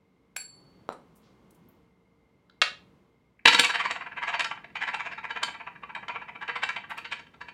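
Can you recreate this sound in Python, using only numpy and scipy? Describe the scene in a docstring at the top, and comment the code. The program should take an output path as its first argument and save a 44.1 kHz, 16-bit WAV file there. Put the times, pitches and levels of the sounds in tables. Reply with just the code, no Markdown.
"""A small room with a low ventilation rumble, one microphone close to a tabletop, one wall near by.
First a coin clinks as it is picked up; a soft bump and a hard tap on the tabletop follow, with small ticks between.
Then it lands spinning, bounces, and whirrs round on its rim to the end: the turns slow down, and each presses
the rim over the grain of the table. Bursts of tiny collisions drive the modes of the tabletop and, faintly, the coin."""
import sys
import numpy as np
from scipy import signal
from scipy.fft import rfft, irfft
from scipy.io import wavfile

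SR = 44100
rng = np.random.default_rng(int(sys.argv[2]) if len(sys.argv) > 2 else 0)


def file_out(sig):
    """Save sig as 16-bit WAV at sys.argv[1]."""
    # one column per channel
    cols = np.atleast_2d(sig).T
    # limit, then scale
    lim = np.clip(cols, -1, 1)
    pcm = np.round(lim * 32767).astype(np.int16)
    wavfile.write(sys.argv[1], SR, pcm)


N = 332073  # length in samples


def from_db(db):
    """Decibels to gain."""
    return 10 ** (np.asarray(db) / 20)


def unit_energy(x):
    """Scale so that the squares sum to one."""
    return x / np.sqrt(np.sum(x ** 2) + 1e-20)


def at_hz(points, hz):
    """Read a spectrum on a log-frequency axis."""
    f, value = np.transpose(points)
    return np.interp(np.log(np.maximum(hz, 1)), np.log(f), value)


def in_time(curve, s):
    """Read a control curve at time s."""
    return np.interp(s, *np.transpose(curve))


def add(track, s, sound):
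    """Mix a sound into the track from time s."""
    i = max(int(s * SR), 0)
    track[i:i + len(sound)] += sound[:max(N - i, 0)]


def through(x, response):
    """Pass a signal through an impulse response."""
    return signal.fftconvolve(x, response)[:N]


def resonance(x, hz, width):
    """Two-pole resonance with gain one at its top."""
    r = np.exp(-np.pi * width / SR)
    zeros = np.array([1, 0, -1]) * (1 - r * r) / 2
    poles = [1, -2 * r * np.cos(2 * np.pi * hz / SR), r * r]
    return signal.lfilter(zeros, poles, x + 1e-18)


def body(spectrum, modes=(), size=8192):
    """Impulse response of a struck thing: a causal broad colour plus its ringing modes; energy one."""
    log_gain = np.log(from_db(at_hz(spectrum, np.fft.rfftfreq(size, 1 / SR))))
    cepstrum = irfft(log_gain)
    # folding the cepstrum onto positive time makes the response minimum-phase
    broad = irfft(np.exp(rfft(np.r_[0, 2 * cepstrum[1:size // 2]], size)))
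    ringing = sum(from_db(db) * resonance(broad, hz, width) for hz, width, db in modes)
    return unit_energy(broad + ringing)


# time a contact is given to build up before its peak (s)
LEAD_S = .07


def contact(rise, fall, per_s, spread_db, size=9000):
    """Force of many tiny collisions under a bell-shaped pressure that peaks after LEAD_S, with rms one there."""
    t = np.arange(size) / SR - LEAD_S
    side = np.where(t < 0, rise + 1e-6, fall)
    pressure = np.exp(-np.minimum((t / side) ** 2, 50))
    chance, strength, sign = rng.random(size), rng.standard_normal(size), rng.choice([-1, 1], size)
    hits = (chance < per_s / SR) * sign * from_db(spread_db * np.clip(strength, -2, 2))
    return unit_energy(pressure * hits) * np.sqrt(np.sum(pressure ** 2))


# colour of the background rumble, relative: f/Hz, level/dB
AIR_SPECTRUM = [(25, -32.5), (50, -10.5), (100, -6), (180, -1), (300, -6.5), (450, -10.5), (700, -17),
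                (1070, -16), (1700, -26.5), (3000, -29), (5000, -37), (9000, -44), (16000, -48.5)]
# level of the background noise, before the air_db trim; it lifts in stretches, perhaps from hand
# or sleeve rustle: t/s, level/dB
AIR_LEVEL = [(0, -66.5), (.4, -65.5), (.6, -58.5), (1.75, -60), (1.95, -66), (2.58, -65.5), (2.801, -58.5),
             (3.0, -61.5), (3.15, -65.5), (3.4, -67), (3.7, -59), (7.53, -59.5)]
# ventilation tones; each passes twice through its resonance: f/Hz, width of one pass/Hz, rms level/dB
VENT_TONES = [(61, 14, -79), (185, 15, -76), (456.7, 7.1, -75), (2115, 110, -81)]


def ventilation(air_db=-0.73):
    """Background: soft low rumble of coloured noise, with a few wavering tones of narrow-band noise."""
    hz = np.maximum(np.fft.rfftfreq(N, 1 / SR), 1)
    white = rfft(rng.standard_normal(N))
    air = unit_energy(irfft(white * from_db(at_hz(AIR_SPECTRUM, hz)), N))
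    level = from_db(air_db + in_time(AIR_LEVEL, np.arange(N) / SR))
    tones = np.zeros(N)
    for tone_hz, width, db in VENT_TONES:
        once = resonance(rng.standard_normal(N), tone_hz, width)
        tones += from_db(db) * unit_energy(resonance(once, tone_hz, width))
    return np.sqrt(N) * (level * air + tones)  # sqrt(N) turns energy one into rms one


# decay of the small room, time to fall 60 dB: f/Hz, t60/s
ROOM_T60 = [(150, 0.38), (500, 0.33), (1400, 0.27), (3700, .29), (9000, .25), (15000, 0.22)]


def room(x, wet_db=-8.0, echo_db=-14, echo_s=0.011, build_s=0.0099):
    """Direct sound, one near wall (about 3.8 m of extra path), then a diffuse tail that dies band by band."""
    t = np.arange(SR // 2) / SR
    white, hz = rfft(rng.standard_normal(len(t))), np.fft.rfftfreq(len(t), 1 / SR)
    edges = np.r_[0, np.geomspace(200, SR / 2, num=10)]
    tail = np.zeros(len(t))
    for low, high in zip(edges, edges[1:]):
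        band = irfft(white * ((hz >= low) & (hz < high)), len(t))
        tail += band * from_db(-60 * t / at_hz(ROOM_T60, (low + high) / 2))
    build_up = 1 - np.exp(-(t / build_s) ** 2)
    response = from_db(wet_db) * unit_energy(tail * build_up)
    response[0] += 1
    response[int(echo_s * SR)] += from_db(echo_db)
    return through(x, unit_energy(response))


# ticks and slips of the coin against fingers and table:
# t/s of the peak, level/dB, centre f/Hz, octaves to the -6 dB point, fall/s
TICKS = [(0.925, -58, 8200, 0.24, 0.007), (0.93, -58, 4000, 1, 0.0055), (1.161, -65, 11400, 1, 0.028),
         (1.241, -71.5, 3800, 0.64, 0.08), (1.508, -59.5, 9500, 1, 0.0057), (1.548, -65, 11500, 1, 0.011),
         (1.689, -58.5, 14300, 0.29, 0.0088), (2.496, -49.5, 1478, .15, 0.003),
         (2.498, -58, 3724, 0.44, .003), (3.393, -48.5, 2060, 0.26, 0.0046), (6.9, -61.5, 9740, 0.69, 0.02),
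         (6.978, -51.5, 9300, 1, .004)]


def ticks(rise_share=0.23, per_s=12000):
    """Light, short scratches of tiny collisions, each in a band of its own."""
    out, hz = np.zeros(N), np.geomspace(100, 20000, num=60)
    for s, db, centre_hz, octaves, length in TICKS:
        band_db = np.maximum(-6 * (np.log2(hz / centre_hz) / octaves) ** 2, -50)
        scratch = contact(rise_share * length, length, per_s, spread_db=1.0)
        sound = signal.fftconvolve(scratch, body(np.c_[hz, band_db], size=1024))
        add(out, s - LEAD_S, from_db(db) * sound)
    return out


# modes of the free coin, in close groups that beat: f/Hz, relative level/dB, t60/s
COIN_MODES = [(4382, -16.5, 0.78), (4485, -17, .65), (4462, -14.5, .85), (7580, -2, 0.38),
              (7600, -4.5, 0.37), (10160, -10.5, 0.48), (10210, -4.5, .36)]
# rough size of each mode's wavering (dB rms at the control points)
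WAVER_DB = 2.5


def coin_ring(damping=1, tilt_db=0, count=45):
    """Coin after one touch, energy one: modes waver as it tilts; lying against the table damps and dulls it."""
    t = np.arange(SR) / SR
    lowest_hz = COIN_MODES[0][0]
    wavers = [np.interp(t, np.linspace(0, 1, count), rng.uniform(-1.7, 1.7, count)) for _ in COIN_MODES]
    ring = np.zeros(SR)
    for (hz, db, t60), waver in zip(COIN_MODES, wavers):
        start_db = db + tilt_db * np.log2(hz / lowest_hz)  # tilt in dB per octave
        level_db = start_db + WAVER_DB * waver - 60 * damping * t / t60
        ring += from_db(level_db) * np.sin(2 * np.pi * hz * t)
    return unit_energy(ring)


# the clink of the picked-up coin, broad colour: f/Hz, level/dB
CLINK = [(200, -45), (550, -5), (850, -13.5), (1200, 0.5), (2000, -0.5), (3200, -7.5), (7000, -14.5),
         (10000, -8.5), (16000, -22)]
# the soft bump, broad colour: f/Hz, level/dB
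BUMP = [(60, -23), (200, -11), (500, -3), (1100, -6), (1500, -16.5), (2000, -23), (4200, -33),
        (6500, -49.5), (12000, -51), (16000, -52)]
# what rings with the bump: f/Hz, width/Hz, level/dB
BUMP_MODES = [(635, 290, -17), (1310, 150, 4), (4000, 200, 9), (5700, 120, 16), (7340, 170, 19),
              (10500, 240, 7)]
# the hard tap, broad colour: f/Hz, level/dB
TAP = [(100, -31), (300, -18), (600, -4), (1300, -2.5), (2700, 1.5), (4000, -0.5), (6000, -14.5),
       (8500, -20.5), (12000, -41), (16000, -43)]
# what rings with the tap: f/Hz, width/Hz, level/dB
TAP_MODES = [(1340, 77, 6), (1740, 30, 7.3), (1850, 40, 4.6), (2200, 26, 2.5), (2480, 60, 4), (2690, 22, 7),
             (3250, 30, 6), (3870, 60, 5), (4525, 30, 4.09), (5350, 40, 2), (5860, 40, 4), (7350, 49, 5)]


def handling(clink_db=-25, ring_db=-5.5, bump_db=-2, bump_bounce_db=-15, tap_db=-10.0):
    """Before the spin: a ringing clink, a soft bump that bounces once, and a hard, chattering tap."""
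    out = np.zeros(N)
    clink = signal.fftconvolve(contact(0.0028, 0.0006, per_s=20000, spread_db=4.5), body(CLINK))
    tap = signal.fftconvolve(contact(.0005, 0.0068, per_s=12000, spread_db=7.0), body(TAP, TAP_MODES))
    bump = body(BUMP, BUMP_MODES)
    add(out, .3665 - LEAD_S, from_db(clink_db) * clink)
    add(out, .3665, from_db(ring_db) * coin_ring())
    add(out, .8905, from_db(bump_db) * bump)
    add(out, .924, from_db(bump_db + bump_bounce_db) * bump)
    add(out, 2.6175 - LEAD_S, from_db(tap_db) * tap)
    return out


# the rim bounces or slaps down; shared by thuds, rebounds and knocking: t/s, relative level/dB, treble/dB
KNOCKS = [(3.455, -10, 11.5), (3.4745, -11.5, 10.5), (3.481, -21, 22.5), (3.5453, -15, 11.5),
          (3.5946, -17.5, 24.5), (3.6457, -30.5, 24.5), (3.9091, -28, 12.5), (4.17, -38, -15.5),
          (4.3942, -25.5, 11.5), (4.405, -20.5, 6), (4.4439, -26, 10), (4.512, -23.5, -10),
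          (4.6424, -34, -10.5), (4.7546, -25, -9), (4.9433, -25, 2), (5.431, -25, 18),
          (5.671, -29.5, -19.5), (5.834, -30.5, -15), (5.9494, -30.5, -3), (6.0819, -28.5, -3),
          (6.478, -32.5, 0.5), (6.6339, -23.5, 7.5), (6.689, -27.5, 3.5), (6.762, -24, -5)]
# the whole table giving under a knock, broad colour: f/Hz, level/dB
THUD = [(40, -31.5), (90, -15.5), (150, -1.5), (290, 2), (380, -6.5), (500, 8.5), (650, -2.5), (900, -20),
        (1500, -41), (5000, -68)]
# its low ringing after the knock: f/Hz, width/Hz, level/dB
THUD_MODES = [(150, 18, -2.5), (297.3, 22, 9), (481.3, 14, 8)]


def thuds(thud_db=8.0, growth=1.54, hardness_share=0.45):
    """Heavy knocks shake the whole table; light ones hardly move it, as level grows faster than force."""
    out, thud = np.zeros(N), body(THUD, THUD_MODES)
    for s, db, treble_db in KNOCKS:
        add(out, s, from_db(thud_db + growth * (db + hardness_share * treble_db)) * thud)
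    return out


def rebounds(ring_db=-13, growth=1.3, damping=1.2, tilt_db=-6.0):
    """The metal sings on after each knock, disproportionately more after a strong, hard one."""
    out, ring = np.zeros(N), coin_ring(damping, tilt_db)
    for s, db, treble_db in KNOCKS:
        add(out, s, from_db(ring_db + growth * (db + treble_db)) * ring)
    return out


# how much of a contact's extra treble each frequency receives: f/Hz, share
HARDNESS = [(1300, 0.077), (2500, 0.31), (4000, 0.89), (6500, 0.9), (12000, 1.37)]


def harden(force, treble_db, patchy_db=2.5, count=26, size=512):
    """A harder contact lifts the treble along a broad slope; each spot on the table has a colour of its own."""
    hz = np.fft.rfftfreq(size, 1 / SR)[1:]
    spot = np.c_[np.geomspace(600, 14000, count), patchy_db * rng.uniform(-1.7, 1.7, count)]
    colour_db = treble_db * at_hz(HARDNESS, hz) + at_hz(spot, hz)
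    gain = np.sqrt(np.mean(from_db(colour_db) ** 2))
    return gain * np.convolve(force, body(np.c_[hz, colour_db], size=size))


def knocking(rise_s=0.00163, fall_s=0.0056, per_s=12000, spread_db=3.5, level_db=-0.84):
    """Force of the knocks: each is a few milliseconds of tight chatter."""
    force = np.zeros(N)
    for s, db, treble_db in KNOCKS:
        chatter = harden(contact(rise_s, fall_s, per_s, spread_db), treble_db)
        add(force, s + rise_s - LEAD_S, from_db(db + level_db) * chatter)
    return force


# even slowing of the spin: every turn takes a little longer than the one before
FIRST_TURN_S, TURN_S, SLOWING_S_PER_TURN, TURN_COUNT = 3.488, .0512, .000356, 65
# the wobble runs a little ahead of or behind that even slowing: t/s, lateness/s
WOBBLE_LAG = [(3.498, -0.0048), (3.698, 0.0062), (4.002, -0.0012), (4.499, -0.0097), (4.778, 0.0081),
              (5.44, -.002), (5.5, -0.011), (5.681, -0.019), (5.78, .014), (6.102, .014), (6.171, 0.004),
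              (7.49, -.004)]
# how hard the rim presses on the table as the coin leans and rights itself: t/s, level/dB
PRESSURE = [(3.49, -23.5), (3.7, -23), (3.85, -24.5), (4.02, -29), (4.13, -35), (4.27, -23.5), (4.51, -29),
            (4.7, -53.5), (4.76, -29.5), (4.89, -26.5), (5.07, -26.5), (5.14, -34), (5.36, -26), (5.6, -33),
            (5.77, -41), (5.97, -27.5), (6.04, -34.5), (6.1, -26.5), (6.35, -34), (6.52, -23.5),
            (6.7, -27.5), (6.84, -35), (6.91, -30), (7.05, -35.5), (7.13, -30), (7.3, -55.5), (7.42, -35),
            (7.5, -41)]
# hardness of the rim's contact: t/s, treble/dB
RIM_TREBLE = [(3.5, 12.5), (3.75, 3.5), (4.12, -23), (4.27, -4.5), (4.45, -15), (4.58, -23.5), (4.77, -4.5),
              (5.4, -13), (5.75, -23.5), (6.36, -19.5), (6.64, -5.5), (6.84, -21), (6.99, 0), (7.13, -1),
              (7.49, -5)]
# swell and fade of a turn (s) at a typical pressure (dB); a harder press lasts longer (dB of length per dB)
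TURN_RISE_S, TURN_FALL_S, TYPICAL_DB, LENGTH_FOLLOWS = 0.013, 0.013, -24.5, 0.33
# chance differences from turn to turn
TURN_SCATTER_DB, TREBLE_SCATTER_DB, LENGTH_SCATTER_DB = 1, -1, 1.0


def rolling(per_s=2800, spread_db=3.0):
    """On each turn the rim rattles over the grain of the table; pressure sets its level and length."""
    force, n = np.zeros(N), np.arange(TURN_COUNT)
    even_times = FIRST_TURN_S + TURN_S * n + SLOWING_S_PER_TURN * n ** 2 / 2
    times = even_times + in_time(WOBBLE_LAG, even_times)
    for s, (louder, harder, longer) in zip(times, rng.standard_normal((TURN_COUNT, 3))):
        db = in_time(PRESSURE, s) + TURN_SCATTER_DB * louder
        treble_db = in_time(RIM_TREBLE, s) + TREBLE_SCATTER_DB * harder
        stretch = from_db(LENGTH_FOLLOWS * (db - TYPICAL_DB) + LENGTH_SCATTER_DB * longer)
        rattle = contact(TURN_RISE_S * stretch, TURN_FALL_S * stretch, per_s, spread_db)
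        add(force, s - LEAD_S, from_db(db) * harden(rattle, treble_db))
    return force


# broad response of the tabletop: f/Hz, level/dB
TABLE_SPECTRUM = [(60, -40.5), (150, -15.5), (350, -16), (550, -12.5), (900, 1.5), (1700, -2.5), (2700, 1),
                  (3800, -9.5), (4800, -16), (6100, -21), (7800, -28), (10000, -38.5), (13000, -55),
                  (16000, -59)]
# resonances of the tabletop under the rim, before the modes_db lift: f/Hz, width/Hz, relative level/dB
TABLE_MODES = [(487.6, 20, 5), (686, 29, 4), (952, 56, 2.5), (1040, 84, -12), (1145, 20, 2.5),
               (1355, 40, 1), (1603, 15, 11), (1685, 87, 6), (1840, 29, 1), (1976, 19, 5), (2063, 22, 4),
               (2267, 28, -0.5), (2317, 220, -1), (2340, 74, -9), (2697, 26, -1), (2990, 30, 1),
               (3110, 30, 1.5), (3580, 35, -3), (3820, 90, 6), (4425, 38, 1.5), (4530, 30, 4.5),
               (5120, 24, 0.5), (5590, 90, -5.5), (6720, 82, -8), (6820, 200, -1), (7300, 55, 1.5),
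               (7746, 120, 2.5), (8400, 110, 1)]


def tabletop(force, modes_db=3.0, wander_db=3.5, count=110):
    """The contact point travels, so each mode is driven now more, now less."""
    broad = through(force, body(TABLE_SPECTRUM))
    out = broad.copy()
    for hz, width, db in TABLE_MODES:
        points = rng.uniform(-1.7, 1.7, count)
        wander = np.interp(np.linspace(0, count - 1, N), np.arange(count), points)
        out += resonance(broad * from_db(db + modes_db + wander_db * wander), hz, width)
    return out


def spinning_coin(table_db=-6.0, ring_db=-41):
    """Main source: the rim's force sounds the tabletop and, faintly, the damped coin."""
    force = rolling() + knocking()
    ring = through(force, coin_ring(damping=3.2, tilt_db=-13))
    return from_db(table_db) * tabletop(force) + from_db(ring_db) * ring


def scene():
    """Coin and table in the room, over the ventilation; one channel."""
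    coin = spinning_coin() + thuds() + rebounds() + handling() + ticks()
    return (room(coin) + ventilation())[None]


def record(dry):
    """The microphone signal is clipped at full scale, then steeply cut above 15.9 kHz."""
    low_pass = signal.ellip(12, .1, 80, 15900, fs=SR, output="sos")  # 0.1 dB ripple, 80 dB stop band
    return signal.sosfilt(low_pass, np.clip(dry, -1, 1))


dry = scene()
out = record(dry)
file_out(out)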